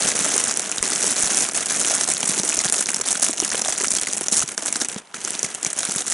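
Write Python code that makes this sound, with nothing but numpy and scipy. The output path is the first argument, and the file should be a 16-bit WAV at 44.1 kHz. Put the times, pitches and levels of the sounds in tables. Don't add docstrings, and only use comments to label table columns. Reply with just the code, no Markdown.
import sys
import numpy as np
from scipy import signal
from scipy.fft import rfft, irfft
from scipy.io import wavfile
from scipy.ndimage import uniform_filter1d

SR = 44100
rng = np.random.default_rng(int(sys.argv[2]) if len(sys.argv) > 2 else 0)


def generate_wav(sig):
    pcm = np.round(np.clip(np.atleast_2d(sig).T, -1, 1) * 32767).astype(np.int16)
    wavfile.write(sys.argv[1], SR, pcm)


N = 270492

# start_s, level_db, pitch_hz
PANEL_POPS = [(0.051, -16.5, 211), (0.0875, -14, 478), (0.1174, -14, 1940), (0.151, -18, 457),
              (0.2072, -17, 194), (0.2493, -16, 1320), (0.262, -16, 620), (0.3586, -14, 459.3),
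              (0.9267, -18, 1945), (1.0403, -15.5, 415.4), (1.4214, -24, 2433), (1.8145, -19, 1489),
              (1.9084, -13, 660.5), (1.928, -16, 592.5), (2.086, -15.5, 663), (2.2359, -20.5, 190.6),
              (2.2926, -16, 176), (2.3758, -17, 325.7), (2.3971, -15.5, 190.5), (2.437, -17.5, 355),
              (2.49, -20, 3036), (2.5239, -14, 2570), (2.602, -18, 2088), (2.6547, -18.5, 149.3),
              (2.7419, -18, 2676), (2.9994, -18, 410.4), (3.012, -20, 1345), (3.1538, -14, 1449),
              (3.294, -14.5, 279.6), (3.3788, -18.5, 2832), (3.424, -13, 322.3), (3.4326, -16, 2870),
              (3.516, -21, 1509), (3.5448, -19, 1596), (3.546, -13, 463.2), (3.6585, -15.5, 742),
              (3.6848, -11, 641), (3.7239, -18, 3360), (3.8072, -17, 1940), (3.8086, -15.5, 373.2),
              (3.835, -17, 371), (3.8433, -14.5, 1329), (3.9861, -14, 3285), (4.071, -11.5, 2066),
              (4.212, -16, 336), (4.3223, -18.5, 209.6), (4.424, -13.5, 1309), (4.4351, -21, 145.6),
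              (4.5787, -18.5, 1523), (4.815, -14.5, 1640), (4.818, -17, 239.8), (4.9612, -16.5, 190.8),
              (5.1419, -18, 1348), (5.2758, -22, 1367), (5.4415, -23, 153.2), (5.447, -15.5, 2090),
              (5.66, -17, 2260), (5.664, -24, 149.3), (5.8878, -20, 193.2), (5.96, -20, 170.9)]
# time_s, snaps_per_s, avalanche_share, slide_db, size_range_db
HAND_GRIP = [(0, 1416, 0.25, -3, 20), (1.5, 1400, 0.3, -3.5, 19), (3, 650, 0.6, -6, 19),
             (4, 600, 0.65, -6, 18), (5.0, 1100, .6, 0, 10), (5.6, 1300, .6, 3, 9),
             (6.13, 800, 0.5, -2, 18)]

SIDE_DB, BASS_SIDE_HZ = -13.5, 69


def from_db(db):
    return 10 ** (np.asarray(db) / 20)


def colour(x, spectrum):
    hz, db = np.transpose(spectrum)
    grid_hz = np.linspace(1, SR / 2, 4097)
    cepstrum = irfft(np.interp(np.log(grid_hz), np.log(hz), db) * np.log(10) / 20)
    cepstrum[1:4096] *= 2
    cepstrum[4097:] = 0
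    kernel = irfft(np.exp(rfft(cepstrum)))[:4096]
    return signal.fftconvolve(x, kernel[None] / np.linalg.norm(kernel), axes=1)[:, :N]


def butterworth(x, order, edges_hz, kind):
    return signal.sosfilt(signal.butter(order, edges_hz, kind, fs=SR, output="sos"), x)


def background():
    # freq_hz, level_db
    spectrum = [(18, -68), (30, -36), (802, 0), (953, 6.5), (1250, -8), (1640, -17), (3620, -17),
                (11000, -12), (14300, -33), (22000, -120)]
    mid, side = colour(rng.standard_normal((2, N)), spectrum)
    return from_db(-53.5) * (mid + 0.43 * side * [[1], [-1]])


def room(x, t60_s=0.25, level_db=-18, gap_s=0.003):
    time = np.arange(SR // 2) / SR
    tail = rng.standard_normal(len(time)) * from_db(-60 * time / t60_s) * (time > gap_s)
    return signal.fftconvolve(x, from_db(level_db) * tail / np.linalg.norm(tail))[:N]


def table_bumps(contact_s=0.002):
    # start_s, level_db
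    contacts = [(0.049, -41), (0.805, -36), (1.236, -36), (2.582, -43), (2.689, -47), (3.428, -49),
                (3.696, -45), (3.862, -46), (3.939, -43), (4.019, -44), (4.414, -40)]
    start_s, level_db = np.transpose(contacts)
    impulses = np.zeros(N)
    impulses[(start_s * SR).astype(int)] = from_db(level_db)
    age = np.arange(2000) / SR / contact_s
    push = np.convolve(impulses, age * np.exp(1 - age))[:N]
    return 2 * butterworth(push, 1, 35, "high")


def panel_pops(overtone_ratio=2.264, overtone_db=-7.5, crack_db=-8, crack_s=0.0015):
    length = 4000
    out, time = np.zeros(N + length), np.arange(length) / SR
    cracks = butterworth(rng.standard_normal((len(PANEL_POPS), length)), 2, [600, 6000], "band")
    cracks *= from_db(crack_db) * np.exp(-time / crack_s)
    for (start_s, level_db, pitch_hz), crack in zip(PANEL_POPS, cracks):
        cycles = pitch_hz * time
        phase = 2 * np.pi * (cycles + 0.17 * (1 - np.exp(-cycles / 0.29)))
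        ring = np.sin(phase) + from_db(overtone_db) * np.sin(overtone_ratio * phase)
        t60_s = 5 / pitch_hz + 0.009
        envelope = (1 - np.exp(-cycles / 0.15)) * from_db(-60 * time / t60_s)
        at = round(start_s * SR)
        out[at:at + length] += from_db(level_db) * (envelope * ring + crack)
    return butterworth(out[:N], 2, 100, "high")


def handling(ramp_s=0.0077, mean_crackle_db=-14.5, low_fade_db_per_s=0.7156):
    # time_s, level_db
    effort = [(0, -14.5), (0.48, -17), (0.56, -24), (0.8, -21), (0.9, -16.5), (2.0, -14.5), (2.9, -18),
              (3.3, -19.5), (3.95, -20.5), (4.05, -20), (4.5, -28.5), (4.75, -20), (4.98, -32.5),
              (5.2, -29), (5.42, -27.5), (5.6, -33), (5.78, -23), (6.13, -16)]
    # start_s, length_s, rise_db
    squeezes = [(1.0, 0.12, 3), (1.215, 0.054, 2), (1.36, 0.067, 4), (1.905, 0.041, 3), (2.01, .035, 3.5),
                (2.28, 0.043, 3), (2.775, 0.065, 5.5), (3.07, 0.066, 7), (3.215, 0.048, 9.5),
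                (3.79, 0.027, 6.5), (3.89, 0.093, 5), (4.322, .11, 12.5), (4.66, 0.031, 3),
                (4.806, .014, 9), (5.445, 0.0052, 7.5), (5.66, 0.017, 5)]
    # start_s, length_s, drop_db
    rests = [(0.125, 0.02, 9), (0.788, 0.034, 5), (1.5, 0.044, 11.5), (1.635, 0.02, 5.5), (2.056, 0.022, 5),
             (2.164, 0.044, 7), (2.24, 0.022, 7), (2.415, 0.027, 8), (2.749, 0.0092, 3),
             (2.846, 0.037, 6.5), (2.99, 0.018, 3), (3.022, 0.032, 8.5), (4.558, 0.0077, 18),
             (4.862, 0.018, 13), (5.007, 0.13, 17), (5.723, 0.033, 11), (6.034, 0.027, 7),
             (6.089, .008, 12)]
    time = np.arange(N) / SR

    def plateaus(rows):
        return sum(db * np.interp(time, [s - ramp_s, s, s + length, s + length + ramp_s], [0, 1, 1, 0])
                   for s, length, db in rows)

    squeeze_db = plateaus(squeezes)
    crackle_db = np.interp(time, *np.transpose(effort)) + squeeze_db - plateaus(rests)
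    lift_db = -0.22 - low_fade_db_per_s * time
    lift_db -= 0.41 * (crackle_db - mean_crackle_db) + 0.1 * squeeze_db
    return crackle_db, lift_db, squeeze_db


def avalanches(trigger_at, random_per_s=32, decay_s=0.0065):
    starts = 1.0 * (rng.random(N) < random_per_s / SR)
    starts[trigger_at] = 1
    surge = signal.lfilter([1], [1, -np.exp(-1 / (decay_s * SR))], starts)
    return surge / surge.mean()


def creases(ticks=3, run_s=0.002, loud_drive_db=13, crackle_drive_db=1.5, spread_db=6.5):
    # start_s, level_db
    loud_snaps = [(0.0214, -0.5), (0.1165, -5), (0.1537, -8), (0.192, -5), (0.2447, 1), (0.3507, -2),
                  (0.3792, 3), (0.3883, -7), (0.4053, -6), (0.4387, 3), (0.4817, -8), (0.4945, -12),
                  (0.5023, -10), (0.5602, -11), (0.5723, 1.5), (0.5951, 0), (0.6205, -8), (0.7155, -1),
                  (0.782, 1), (0.827, 5), (0.8546, -6), (0.9108, -2), (0.9328, 1.5), (1.0256, -9),
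                  (1.0979, -3), (1.1623, -12), (1.1806, -6), (1.2251, 0), (1.3515, -13), (1.3698, -16),
                  (1.4427, -3), (1.5125, -9), (1.5343, -7), (1.5461, -9), (1.5743, -2), (1.6586, -2),
                  (1.7523, -11), (1.8139, -6), (1.8811, -6), (2.0103, -9), (2.0762, -6), (2.1011, -5),
                  (2.122, -9), (2.1685, -3), (2.2053, -3), (2.2329, -6), (2.2571, -5.5), (2.2757, -11),
                  (2.3081, -5), (2.366, -10), (2.3957, -9), (2.4333, -2), (2.491, -3), (2.5441, -8),
                  (2.5688, -3), (2.59, 2), (2.6976, 1.5), (2.724, 5), (2.7413, -6), (2.7644, -5),
                  (2.8583, -4.5), (2.8756, -11), (2.892, 1), (2.9442, 1), (2.9617, -6), (3.0117, -11),
                  (3.0173, -9), (3.0545, -13), (3.1707, -5.5), (3.1963, -5), (3.2853, 1), (3.3297, -17),
                  (3.374, -9), (3.4011, 2.5), (3.4479, 3), (3.465, -14), (3.4779, -0.5), (3.4912, -6),
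                  (3.5797, -6), (3.5932, -7), (3.6177, 5.5), (3.6826, -2), (3.706, -11), (3.7241, -3),
                  (3.7405, -10), (3.7781, -9.5), (3.8421, -10), (3.8679, -11), (3.8823, -0.5), (3.906, -3),
                  (3.9496, -7), (3.9851, -3.5), (4.0336, -3), (4.07, -8), (4.1072, -15), (4.133, -3.5),
                  (4.1721, -8), (4.2098, 0), (4.2381, -19), (4.2601, -18), (4.2835, 2), (4.3151, -6),
                  (4.3407, -7), (4.3684, -5), (4.3885, -10), (4.4777, -5), (4.4885, -7), (4.5176, -10.5),
                  (4.5778, -1), (4.6599, -7), (4.6686, -3), (4.6805, -6), (4.726, -3), (4.758, 0),
                  (4.7654, -3), (4.8471, -7), (4.886, -2), (4.9265, -17), (4.9442, -12), (4.9807, -20),
                  (5.1438, -11), (5.2412, -15), (5.249, -1.5), (5.2755, -10), (5.3055, 1), (5.3332, -15),
                  (5.3512, -7), (5.3925, -4), (5.4298, 2.5), (5.4625, -9), (5.5032, -16), (5.5428, -14),
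                  (5.5482, -7), (5.6296, -3.5), (5.6482, 0), (5.665, -0.5), (5.7029, -6), (5.7306, -3),
                  (5.7884, 4), (5.8058, -3), (5.8312, 2), (5.8515, -1), (5.9103, -3), (5.9816, -3),
                  (6.0661, -12), (6.1, -2)]
    time = np.arange(N) / SR
    crackle_db, lift_db, squeeze_db = handling()
    grip_s, *grip = np.transpose(HAND_GRIP)
    snaps_per_s, avalanche_share, _, range_db = (np.interp(time, grip_s, column) for column in grip)

    along = (rng.random((len(loud_snaps), ticks)) * (np.arange(ticks) > 0)).ravel()
    start_s, level_db = np.repeat(loud_snaps, ticks, axis=0).T
    tick_at = ((start_s + run_s * along) * SR).astype(int)
    tick_sizes = from_db(level_db - 14 * along + loud_drive_db)
    loud_at = tick_at[::ticks]

    pop_at = (np.transpose(PANEL_POPS)[0] * SR).astype(int)
    surge = avalanches(np.r_[loud_at, pop_at])
    density = from_db(0.7 * squeeze_db)
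    rate_per_s = snaps_per_s * (density - avalanche_share + avalanche_share * surge)
    at = np.flatnonzero(rng.random(N) < rate_per_s / SR)
    size_db = np.minimum(rng.exponential(spread_db, N), range_db + squeeze_db / 2)[at]
    sizes = from_db(size_db)
    power = (snaps_per_s * density)[at] / SR * uniform_filter1d(sizes ** 2, size=1000)
    sizes *= from_db(crackle_db[at] + crackle_drive_db) / np.sqrt(power)

    bright_hz = np.exp(rng.uniform(np.log(4000), np.log(11000), N))
    bright_hz = bright_hz[np.r_[np.repeat(loud_at, ticks), at]]
    snap_lift_db = np.r_[lift_db[tick_at] - 7, lift_db[at] + 0.4 * (2 * spread_db - size_db)]
    return np.r_[tick_at, at], np.r_[tick_sizes, sizes], bright_hz, snap_lift_db


def facets(at, sizes, level_db=-18, spread_db=4):
    pitches_hz = np.geomspace(90, 4800, 28)
    facet = rng.integers(0, len(pitches_hz), N)[at]
    scatter, pan = rng.standard_normal((len(at), 2)).T
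    sizes = sizes * from_db(level_db + spread_db * scatter)
    out = np.zeros((2, N))
    for k, hz in enumerate(pitches_hz):
        clicks, struck = np.zeros((2, N)), facet == k
        side = sizes * from_db(SIDE_DB) * (1 + BASS_SIDE_HZ / hz) * pan
        clicks[:, at[struck]] = sizes[struck], side[struck]
        t60_s = 3.5 / hz + 0.003
        radius, angle = from_db(-60 / (t60_s * SR)), 2 * np.pi * hz / SR
        feedback = [1, -2 * radius * np.cos(angle), radius ** 2]
        out += np.sqrt(hz / 1000) * signal.lfilter([0, np.sin(angle)], feedback, clicks + 1e-18)
    return out


def foil(split_hz=3500, spread_db=2.5, rattle_s=0.00085, rattle_db=-17.5, slide_treble_db=-6):
    # freq_hz, level_db
    spectrum = [(18, -80), (30, -30), (108, -20), (196, -6), (422, -4.5), (540, -6.5), (658, -3.5),
                (1000, -8), (1450, -4), (4750, -8), (5250, -5), (5750, 0.5), (6550, 2), (9480, 0.5),
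                (11000, -2), (22000, 12)]
    at, sizes, bright_hz, snap_lift_db = creases()
    crackle_db, slide_lift_db, _ = handling()
    grip_s, _, _, slide_db, _ = np.transpose(HAND_GRIP)
    slide = from_db(crackle_db + np.interp(np.arange(N) / SR, grip_s, slide_db) + [[0], [SIDE_DB]])
    slide_low, slide_high = slide * from_db(slide_lift_db), slide * from_db(slide_treble_db)
    rattle_pole = np.exp(-1 / (rattle_s * SR))
    out = facets(at, sizes * from_db(snap_lift_db))
    polarity = rng.choice([-1, 1], len(at))
    edges_hz = 40 * 2 ** np.arange(0, 8.6, 0.5)
    for k, (low_hz, high_hz) in enumerate(zip(edges_hz, edges_hz[1:])):
        hz = np.sqrt(low_hz * high_hz)
        if hz > split_hz:
            octaves_off = np.abs(np.log2(hz / bright_hz))
            gain_db, hiss = np.maximum(3 - 20.2 * octaves_off, -11), slide_high
        else:
            gain_db, hiss = snap_lift_db - 8, slide_low
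        scatter, pan = rng.standard_normal((len(at), 2)).T
        band_sizes = sizes * from_db(gain_db + spread_db * scatter)
        clicks = np.zeros((2, N))
        np.add.at(clicks[0], at, band_sizes * polarity * (-1) ** k)
        np.add.at(clicks[1], at, band_sizes * from_db(SIDE_DB) * (1 + BASS_SIDE_HZ / hz) * pan)
        rattle = signal.lfilter([from_db(rattle_db)], [1, -rattle_pole], np.abs(clicks))
        noise = (rattle + hiss) * rng.standard_normal((2, N))
        out += butterworth(clicks + noise + 1e-18, 2, [low_hz, high_hz], "band")
    return colour(out, spectrum)


def scene(balance_db=-0.9):
    mid, side = foil()
    mid = mid + panel_pops() + table_bumps()
    room_noise = background()
    left_right = np.array([[1], [-1]])
    return (mid + side * left_right + room(mid)) * from_db(left_right * balance_db / 2) + room_noise


def record(dry, ceiling=0.85, step_hz=11300, step_db=30, cutoff_hz=12333):
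    rounded = ceiling * np.tanh(dry / ceiling)
    stepped = signal.sosfilt(signal.cheby2(16, step_db, step_hz, fs=SR, output="sos"), rounded)
    return signal.sosfilt(signal.ellip(8, 0.5, 55, cutoff_hz, fs=SR, output="sos"), stepped)


dry = scene()
out = record(dry)
generate_wav(out)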